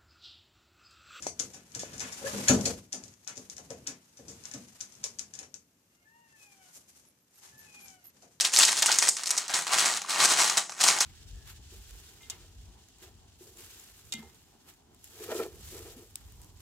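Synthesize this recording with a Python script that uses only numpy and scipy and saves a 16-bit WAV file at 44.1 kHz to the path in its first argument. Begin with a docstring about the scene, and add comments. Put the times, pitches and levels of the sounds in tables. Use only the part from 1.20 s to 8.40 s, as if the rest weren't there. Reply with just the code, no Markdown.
"""Wooden pigeon loft, inside; a phone's two microphone ports take one held bird close, others shifting about.
Close: feathers and claws snap and scrape as clicks and clumps of clicks; a short grunt sounds.
Feet and wings thump on the boards, noise pushing resonances; one bird beats off loudly.
Later: mostly soft rustling of fine grains, with a few faint cracks and thumps,
thin squeaks of filtered noise and a far mewing of four partials."""
import sys
import numpy as np
from scipy import signal
from scipy.fft import rfft, irfft
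from scipy.io import wavfile

SR = 44100
rng = np.random.default_rng(int(sys.argv[2]) if len(sys.argv) > 2 else 0)


def ratio_of_db(decibels):
    """Turn decibels (scalar or array-like) into linear amplitude factors; 0 dB maps to 1."""
    return 10 ** (np.asarray(decibels, float) / 20)


def bounce(signal):
    """Save signal as a 16-bit WAV file at the path given by the first command-line argument."""
    frames = np.transpose(np.atleast_2d(signal))
    limited = np.clip(frames, -1, 1)
    pcm = np.round(limited * 32767).astype(np.int16)
    wavfile.write(sys.argv[1], SR, pcm)


N = 317520   # samples, 7.2 s

# All levels are relative: the functions add the gain of their source.
# sharp cracks of quills and claws: t/s, level/dB, lean to the left/dB (6 dB stands for the middle)
CRACKS = [(0.024, -33, 14), (0.0681, -30, 23), (.1937, -25, 17), (0.1981, -18, 18), (0.336, -47, 20),
          (.3454, -35, 6), (.5191, -44.5, 17), (.55, -24, 14), (.594, -27, 0), (0.7807, -30.5, 10),
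          (.796, -28, 16), (0.8046, -25.5, 19), (1.4104, -28, 17), (1.7291, -24, 19.5), (1.838, -36, 20),
          (1.88, -41.5, -7), (1.9388, -50, 19), (2.047, -45, 10), (2.0756, -27.5, 22.5),
          (2.1706, -41.5, 29), (2.1774, -36, 26), (2.299, -29.5, 13.5), (2.367, -36.5, 19),
          (2.3813, -34, 16), (2.5045, -38, 31), (2.6723, -21, 10), (2.9726, -49, 5), (3.083, -35.5, 15),
          (3.238, -42.5, 25), (3.2544, -37, 29), (3.3138, -35.5, 21), (3.3377, -31, 16.5),
          (3.485, -49.5, 24), (3.6059, -35, 23), (3.6101, -26.5, 20), (3.723, -45.5, 21),
          (3.7523, -45, 18.5), (3.833, -39, -2), (3.8402, -16.5, 7), (3.987, -32, 18), (3.9935, -30, 33.5),
          (4.138, -33.5, 17), (4.152, -34, 14), (4.1899, -30, 17), (4.342, -35, 24), (6.3815, -49, 11.5),
          (6.528, -50, 17), (6.6823, -38, 12), (6.703, -45, 17), (7.0232, -45, -1)]
# feather scrapes: t/s, level/dB, dull body against it/dB, t60 of the bright part/s
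SCRAPES = [(0.023, -25, -28, 0.1), (0.068, -14, -28, 0.01), (0.1984, -24, -17.5, 0.03),
           (0.334, -36.5, -19, 0.13), (0.548, -25.5, -19.5, 0.029), (0.593, -27, -20.5, 0.2),
           (0.732, -29, -20, 0.052), (0.807, -25.5, -11.5, 0.11), (0.923, -27, -48, 0.05),
           (1.2836, 2.5, -24.5, 0.021), (1.331, -18.5, -40, 0.096), (1.455, -3, -39, 0.022),
           (1.7232, -25.5, -27.5, 0.15), (1.834, -42, -45, 0.018), (2.0769, -26.5, -15.5, 0.051),
           (2.156, -30, -32, 0.034), (2.301, -50, -36, 0.036), (2.379, -36.5, -14, 0.02),
           (2.5062, -39, -16, 0.083), (2.669, -22.5, -20.5, 0.06), (2.9716, -29.5, -31, 0.013),
           (3.082, -34, -32, 0.18), (3.252, -36, -12, 0.017), (3.3129, -42, -9.5, 0.039),
           (3.3408, -25, -22, 0.014), (3.608, -35.5, -15, 0.05), (3.838, -26.5, -17, 0.037),
           (3.9928, -42, -8.5, 0.047), (4.136, -36, -19, 0.055), (4.1894, -30, -17, 0.032),
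           (4.23, -31, -16.5, 0.015), (4.3419, -36.5, -22, 0.024)]
# colour of snapping feathers: f/Hz, spectrum level/dB
FEATHER_COLOUR = [(530, -47), (900, -18.5), (1310, -28.5), (1720, -13.5), (2100, -9.5), (2450, -10),
                  (2790, -13.5), (5850, 3), (6580, 4), (7400, 1), (14000, -26.5), (15000, -27)]
# thumps on the boards: t/s, level/dB, centre f of the shaken boards/Hz, t60 of the push/s
THUMPS = [(.029, -54, 97, .11), (0.197, -40.5, 266, 0.064), (.237, -38, 97.5, 0.059),
          (0.34, -50, 291, 0.23), (.562, -36, 218, .044), (0.738, -43, 226, .091),
          (0.812, -42.5, 202, 0.31), (1.015, -41.5, 351.3, 0.19), (1.138, -25, 150, 0.072),
          (1.186, -31.5, 247, .14), (1.232, -36.5, 263, 0.052), (1.297, -8.5, 150, 0.05),
          (1.312, -13.5, 210, 0.035), (1.34, -22.5, 315, 0.069), (1.39, -25.5, 207, 0.048),
          (1.458, -27.5, 312, 0.12), (1.497, -31.5, 238, 0.03), (1.558, -43, 99, .11),
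          (1.734, -38, 285, 0.18), (1.829, -41, 94, 0.042), (2.084, -56, 277, 0.47),
          (2.173, -41, 223, 0.092), (2.387, -46.5, 454, 0.074), (2.504, -33, 315, 0.056),
          (2.678, -43, 206, 0.22), (2.992, -44, 293, 0.038), (3.085, -41.5, 162, 0.11),
          (3.138, -59, 240, .062), (3.345, -34.5, 199, 0.091), (3.391, -49, 157, 0.062),
          (3.621, -54.5, 165, 0.11), (3.842, -45.5, 802, 0.031), (4.007, -56, 202, 0.037),
          (4.2, -53, 323, 0.27), (4.348, -55, 214.3, 0.059), (5.561, -57, 293.3, 0.1),
          (6.332, -56.5, 110, 0.21), (6.952, -62, 223, 0.14), (7.026, -52.5, 393, .16)]
# resonances of the boards: f/Hz, width before damping by the feet/Hz, level/dB
BOARD_MODES = [(66, 20, -9.5), (101, 12, -3), (187, 27, -7), (200, 39, -9.5), (228.7, 44, -6.5),
               (336, 9.7, -15), (393, 9.7, -16.5), (505, 50, -6), (667, 210, -5), (740, 64, -3.5),
               (1092, 74, -9)]
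# dry knocks close by: t/s, level/dB, f/Hz
KNOCKS = [(0.067, -23.5, 696), (0.634, -30.5, 586)]
# restlessness of the birds: t/s, feather rustle level/dB, shuffling on the boards level/dB
RESTLESSNESS = [(0, -53.5, -53), (.12, -69, -56), (.24, -53.5, -55), (.45, -62.5, -65), (.73, -53.5, -49),
                (.95, -47.5, -58.5), (1.08, -39.5, -49.5), (1.21, -38, -48.5), (1.36, -44.5, -37),
                (1.51, -45, -41), (1.7, -68, -65), (1.86, -58, -55), (1.97, -69.5, -69.5),
                (2.27, -57.5, -62), (2.61, -62.5, -52), (2.8, -68, -74.5), (2.97, -63.5, -66),
                (3.05, -60.5, -54.5), (3.27, -56, -60.5), (3.43, -58, -60.5), (3.66, -59.5, -70.5),
                (3.8, -59, -61), (4.2, -67, -63), (4.47, -75, -73), (5.06, -72, -73.5), (5.4, -67.5, -72),
                (5.85, -68.5, -68.5), (5.96, -75.5, -72), (6.07, -77, -78.5), (6.4, -61.5, -66),
                (6.7, -64, -65), (6.8, -71, -70), (7.2, -69.5, -69)]
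# soft strokes through the feathers, before they linger:
# middle t/s, length/s, level/dB, treble above 9 kHz against it/dB
STROKES = [(5.099, .08, -64, -10), (5.213, 0.18, -61, 5.5), (5.316, 0.16, -63.5, 4),
           (5.45, 0.18, -58.5, 2.5), (5.549, 0.1, -58.5, 12.5), (5.69, 0.045, -61, 9.5),
           (5.769, 0.098, -63, 9.5), (6.156, 0.18, -64, 7), (6.244, 0.13, -55, 1), (6.328, 0.052, -61, 0),
           (6.423, 0.083, -57.5, 3), (6.543, 0.15, -57.5, -6), (6.646, 0.24, -57.5, 4),
           (6.855, 0.11, -62.5, -12), (6.966, 0.04, -58.5, -9), (7.034, 0.07, -59, -9),
           (7.124, 0.025, -63.5, 5.5)]
# colour of the rustle: f/Hz, spectrum level/dB
RUSTLE_COLOUR = [(240, -17), (400, -5), (432, -18.5), (495, -8), (576, -11), (841, -6.5), (1100, -9),
                 (3830, -10), (6710, -5), (13100, -16), (15000, -25.5)]
# colour of the shuffling: f/Hz, spectrum level/dB
SHUFFLE_COLOUR = [(18, -55.5), (30, -8), (75, 8), (245, 3.5), (349, -3.5), (427, -5), (530, -6),
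                  (967, -17.5), (1200, -23.5), (1560, -40.5), (2640, -120)]
# a short creaking grunt: t/s, pitch f/Hz, level/dB,
# mouth opening as lift of partials three and four over the second/dB
GRUNT = [(1.03, 496, -60.5, -9.5), (1.043, 532, -39.5, -11), (1.057, 579, -38.5, 0),
         (1.111, 599, -54.5, -8), (1.125, 580, -61, 0)]
# throat of the grunt: f/Hz, level of a partial there/dB
GRUNT_THROAT = [(500, 1.5), (620, -1.5), (1040, -20.5), (1180, -8), (1560, -14), (1760, -9), (2100, -14),
                (2400, -23.5)]
# thin squeaks: t/s, length/s, f/Hz, level/dB
SQUEAKS = [(5.85, 0.076, 11070, -66), (5.997, 0.045, 12800, -73.5), (6.14, 0.063, 12700, -66),
           (6.374, 0.047, 12000, -53), (6.601, .07, 11500, -55.5), (6.832, 0.072, 11900, -50.5)]
# far mewing calls, one list each: t/s, pitch f/Hz, level/dB, mouth opening as for the grunt/dB
MEWS = [
    [(4.7, 686, -89, 1.5), (4.84, 712, -81, 8), (4.85, 862, -76, -23), (4.92, 915, -69, -11.5),
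     (5.01, 941, -70.5, 2), (5.11, 903, -70.5, -1), (5.3, 806.5, -76, 2.5), (5.5, 717, -73, -3),
     (5.58, 690, -98, 6)],
    [(6.14, 669.5, -85.5, 0), (6.305, 702, -82, -0.5), (6.32, 868, -75, -26), (6.4, 879, -68, -6),
     (6.455, 868, -71, -2), (6.49, 844, -75.5, 8), (6.58, 819.5, -72, 12.5), (6.76, 744, -70.5, -3.5),
     (6.84, 698, -81, 6), (6.92, 680, -88.5, 2)],
]
# throat of the mewing: f/Hz, level of a partial there/dB
MEW_THROAT = [(680, -5.5), (760, 3), (870, -4), (940, 0.5), (1450, -5), (1650, -3.5), (1750, 1.5),
              (1900, 0.5), (2150, -3), (2480, 6.5), (2650, -2.5), (2820, -5), (3050, -4), (3300, -18),
              (3700, -32)]
# dying away of the loft: f/Hz, t60/s
LOFT_T60 = [(85, .5), (340, 0.25), (1360, 0.15), (5400, 0.18), (11000, 0.18)]
# strength of the loft's tail: f/Hz, level/dB
LOFT_LEVEL = [(85, 3.5), (340, 8.5), (1360, 5.5), (5400, 4), (11000, 4.5)]
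# colour of the background air: f/Hz, spectrum level/dB
AIR_COLOUR = [(20, -30.5), (50, -23.5), (110, -14.5), (210, -11.5), (300, -13), (700, -24.5), (1500, -23),
              (4000, -27), (6500, -28), (9000, -30), (15000, -24.5)]
# difference between the microphone ports: f/Hz, left over right level/dB
PORT_TILT = [(500, 1.5), (1200, 2), (2700, 5.5), (4200, -1), (6400, 8), (8000, -1.5), (10000, -4),
             (15000, -5)]

ALIKE_BELOW_HZ, RIGHT_LAG_S = 896, 0.0002884


def at_hz(points, hz):
    """Read (f/Hz, value) points on a log frequency axis."""
    points_hz, values = np.transpose(points)
    return np.interp(np.log(hz), np.log(points_hz), values)


def in_time(rows):
    """Columns of a curve against its times, joined by straight lines."""
    s, *columns = np.transpose(rows)
    return [np.interp(np.arange(N) / SR, s, column) for column in columns]


def rms_one(x):
    """Scale to rms 1."""
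    return x / np.sqrt(np.mean(x ** 2) + 1e-20)


def cut(x, hz, kind, order=2):
    """Butterworth filter."""
    return signal.sosfilt(signal.butter(order, hz, kind, fs=SR, output="sos"), x)


def colour(x, points, size=8192):
    """Causal filter of unit energy with this spectrum (minimum phase by the folded cepstrum)."""
    hz = np.maximum(np.fft.rfftfreq(size, 1 / SR), 1)
    cepstrum = irfft(np.log(ratio_of_db(at_hz(points, hz))))
    cepstrum[1:size // 2] *= 2
    cepstrum[size // 2 + 1:] = 0
    pulse = irfft(np.exp(rfft(cepstrum)))
    return signal.fftconvolve(np.atleast_2d(x), [pulse / np.linalg.norm(pulse)], axes=1)[:, :N]


def pair(size):
    """Noise at the two ports: alike in the bass, unrelated in the treble."""
    mid, left, right = rng.standard_normal((3, size))
    return cut(mid, ALIKE_BELOW_HZ, "low") + cut([left, right], ALIKE_BELOW_HZ, "high", order=1)


def grains(per_s, spread_db):
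    """Random clicks of uneven size and either sign; rms 1."""
    sizes = ratio_of_db(spread_db * np.minimum(rng.exponential(1, N), 4)) * rng.choice([-1, 1], N)
    return rms_one(sizes * (rng.random(N) < per_s / SR))


def bursts(times, peaks_db, t60s, rise_s):
    """Envelope: each event rises quickly and dies at its own rate."""
    power, t = np.zeros(N), np.arange(SR // 4) / SR
    rise, after = np.minimum(t / rise_s, 1) ** 2, np.maximum(t - rise_s, 0)
    for s, db, t60 in zip(times, peaks_db, t60s):
        i = max(round((s - rise_s) * SR), 0)
        dying = np.exp(-np.log(1e6) * after / max(t60, .002))
        power[i:i + len(t)] += (rise * ratio_of_db(2 * db) * dying)[:N - i]
    return np.sqrt(power)


def cracks():
    """Single clicks, mostly stronger left, and their echoes off the nearest boards within three milliseconds."""
    s, db, lean_db = np.transpose(CRACKS)
    chance = rng.uniform(-1, 1, (len(s), 8))
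    clicks, echoes = np.zeros((2, N)), np.zeros((2, N))
    at = np.round(s * SR).astype(int)
    size = ratio_of_db(db + 8.0 + (lean_db - 6.0) * [[.5], [-.5]])
    clicks[:, at] = size * np.sign(chance[:, 0])
    for k, share in enumerate([.75, .55, .35]):
        late = ((k + 1) * (30 + 12 * chance[:, k + 1])).astype(int)   # samples
        echoes[:, at + late] += share * size * np.sign(chance[:, k + 4])
    return [cut(colour(x, FEATHER_COLOUR), 2400, "high") for x in (clicks, echoes)]


def scrapes():
    """Clumps of tiny cracks, bright, over a duller and longer body."""
    s, db, body_db, t60 = np.transpose(SCRAPES)
    clumps = bursts(s, db - 14.5, t60, rise_s=0.0011) * grains(4500, 1.3)
    bright = colour(clumps, FEATHER_COLOUR)[0]
    body = rms_one(cut(grains(4000, 0.82), [700, 3000], "band"))
    return bright + body * bursts(s, db + body_db - 9.5, 4.5 * t60, rise_s=0.014)


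def boards():
    """Thumps are soft pushes of noise that shake mostly the boards tuned near their centre."""
    s, db, centre_hz, t60 = np.transpose(THUMPS)
    out = np.zeros(N)
    for hz, width, level_db in BOARD_MODES:
        r = np.exp(-np.pi * 1.6 * width / SR)     # feet on the boards damp them
        away_db = -6 * np.log2(hz / centre_hz) ** 2   # 6 dB down one octave away
        push = rng.standard_normal(N) * bursts(s, db + np.maximum(away_db, -40), t60, rise_s=.006)
        resonance = [1, -2 * r * np.cos(2 * np.pi * hz / SR), r * r]
        ring = signal.lfilter([1, 0, -1], resonance, push + 1e-18)
        out += ratio_of_db(level_db - 5.5) * np.sqrt((1 - r * r) / 2) * ring
    return out


def knocks():
    """A hard tap close by is a sine that falls 60 dB in 4.2 cycles."""
    out, t = np.zeros(N), np.arange(SR // 50) / SR
    for s, db, hz in KNOCKS:
        i = round(s * SR)
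        out[i:i + len(t)] += ratio_of_db(db + 9 - 60 * t * hz / 4.2) * np.sin(2 * np.pi * hz * t)
    return cut(out, 220, "high")


def stirring():
    """Dense, uneven feather grains, swelling with each stroke, and a low shuffle under the single events."""
    rustle_db, shuffle_db = in_time(RESTLESSNESS)
    treble_rustle_db = rustle_db - 0.5 - 0.09 * (rustle_db + 59)   # harder rustle is duller
    full, treble = ratio_of_db(2 * rustle_db), ratio_of_db(2 * treble_rustle_db)   # powers
    keep = ratio_of_db(-120 / (0.21 * SR))   # each stroke lingers in the loft, t60 0.21 s
    for s, length, db, treble_db in STROKES:
        swell = np.cos(np.pi * np.clip((np.arange(N) / SR - s) / length, -.5, .5)) ** 4
        swell = signal.lfilter([1 - keep], [1, -keep], swell)
        full = full + swell * ratio_of_db(2 * db)
        treble = treble + swell * ratio_of_db(2 * (db + treble_db))
    uneven_db = 2.0 * rms_one(cut(rng.standard_normal(N), 25, "low"))
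    feathers = colour([grains(9000, 3.1), grains(9000, 4.5)], RUSTLE_COLOUR)
    high = cut(feathers, 9000, "high", order=1)
    rustle = (feathers - high) * np.sqrt(full) + high * np.sqrt(treble)
    shuffle = rms_one(colour(pair(N), SHUFFLE_COLOUR)) * ratio_of_db(shuffle_db)
    return rustle * ratio_of_db(uneven_db) + shuffle


def voice(call, throat, tremble, rough_db, patchy_db):
    """Four partials through a fixed throat; the pitch trembles, each partial flutters and slowly comes and goes."""
    t = np.arange(N) / SR
    hz, db, mouth_db = in_time(call)

    def slow_noise(rows, hz):
        """Noise below this frequency, made at a tenth of the rate and held."""
        return rms_one(cut(rng.standard_normal((rows, N // 10)), 10 * hz, "low")).repeat(10, axis=1)

    wobble, *flutter = slow_noise(5, 60)
    patches = slow_noise(4, 12)
    phase = 2 * np.pi * np.cumsum(hz * (1 + tremble * wobble)) / SR
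    out = np.zeros(N)
    for k, mouth_share in enumerate([0, -.3, .7, .7]):
        partial_db = db + mouth_share * mouth_db + at_hz(throat, (k + 1) * hz)
        uneven_db = rough_db * flutter[k] + patchy_db * patches[k]
        out += np.sqrt(2) * ratio_of_db(partial_db + uneven_db) * np.sin((k + 1) * phase)
    return out * ((t > call[0][0]) & (t < call[-1][0]))


def grunt():
    """A short rough voice whose pitch trembles widely, so that it creaks."""
    return voice(GRUNT, GRUNT_THROAT, tremble=.07, rough_db=4, patchy_db=2)


def squeaks():
    """Short puffs of noise through a high resonance, close by and dry."""
    out, width_hz = np.zeros((2, N)), 600
    for s, length, hz, db in SQUEAKS:
        i, size = round(s * SR), round(length * SR)
        puff = cut(rng.standard_normal((2, SR // 4)), [hz - width_hz / 2, hz + width_hz / 2], "band")
        flutter_db = 3.6 * rms_one(cut(rng.standard_normal(size), 150, "low")) - 1
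        envelope = np.sqrt(np.hanning(size)) * ratio_of_db(flutter_db)
        out[:, i:i + size] += ratio_of_db(db) * rms_one(puff)[:, -size:] * envelope
    return cut(out, 90, "high", order=3)


def mews():
    """Far calls: a steadier voice whose pitch rises and then sinks."""
    return sum(voice(call, MEW_THROAT, tremble=.006, rough_db=2, patchy_db=1.5) for call in MEWS)


def loft(x):
    """Diffuse tail: octave bands of noise, each dying at its own rate."""
    t, tail = np.arange(SR // 2) / SR, 0
    noise = pair(len(t)), pair(len(t))     # neighbouring bands are unrelated
    for k, hz in enumerate(85 * 2. ** np.arange(8)):
        band = cut(noise[k % 2], [hz / np.sqrt(2), hz * np.sqrt(2)], "band")
        dying = ratio_of_db(-60 * t / at_hz(LOFT_T60, hz)) * np.minimum(t / 0.002, 1)
        tail = tail + band * dying * ratio_of_db(at_hz(LOFT_LEVEL, hz)) / np.linalg.norm(dying)
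    return signal.fftconvolve([x], tail, axes=1)[:, :N]


def air():
    """Steady coloured noise of the background."""
    return ratio_of_db(-71.5) * rms_one(colour(pair(N), AIR_COLOUR))


def scene():
    """Direct sound reaches the right port a little late; the loft adds its tail."""
    clicks, echoes = cracks()
    direct = clicks + scrapes() + boards()
    taps, calls = knocks(), grunt() + mews()
    # close knocks and calls stir the loft less
    tail = loft(direct.mean(axis=0) + ratio_of_db(-15.5) * taps + ratio_of_db(-6) * calls)
    direct = direct + echoes + taps + calls
    n = np.arange(N)
    direct[1] = np.interp(n - RIGHT_LAG_S * SR, n, direct[1])
    return direct + tail + stirring() + squeaks() + air()


def band_limit(x):
    """A steep low-pass at the top of the band."""
    return signal.sosfilt(signal.butter(12, 15850, fs=SR, output="sos"), x)


def record(dry):
    """The two microphone ports differ in colour; bass and top are cut, peaks rounded."""
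    low_cut_hz, top_hz, ceiling = 93, 14650, 0.86
    tilt_db = at_hz(PORT_TILT, np.maximum(np.fft.rfftfreq(N, 1 / SR), 1)) / 2
    ports = irfft(rfft(dry) * ratio_of_db(tilt_db * [[1], [-1]]), N)
    x = cut(ports, low_cut_hz, "high", order=1)
    rounded = ceiling * np.tanh(x / ceiling)
    top_cut = signal.ellip(8, .5, 35, top_hz, fs=SR, output="sos")
    mix = signal.sosfilt(top_cut, rounded)
    return band_limit(mix)


dry = scene()
out = record(dry)
bounce(out)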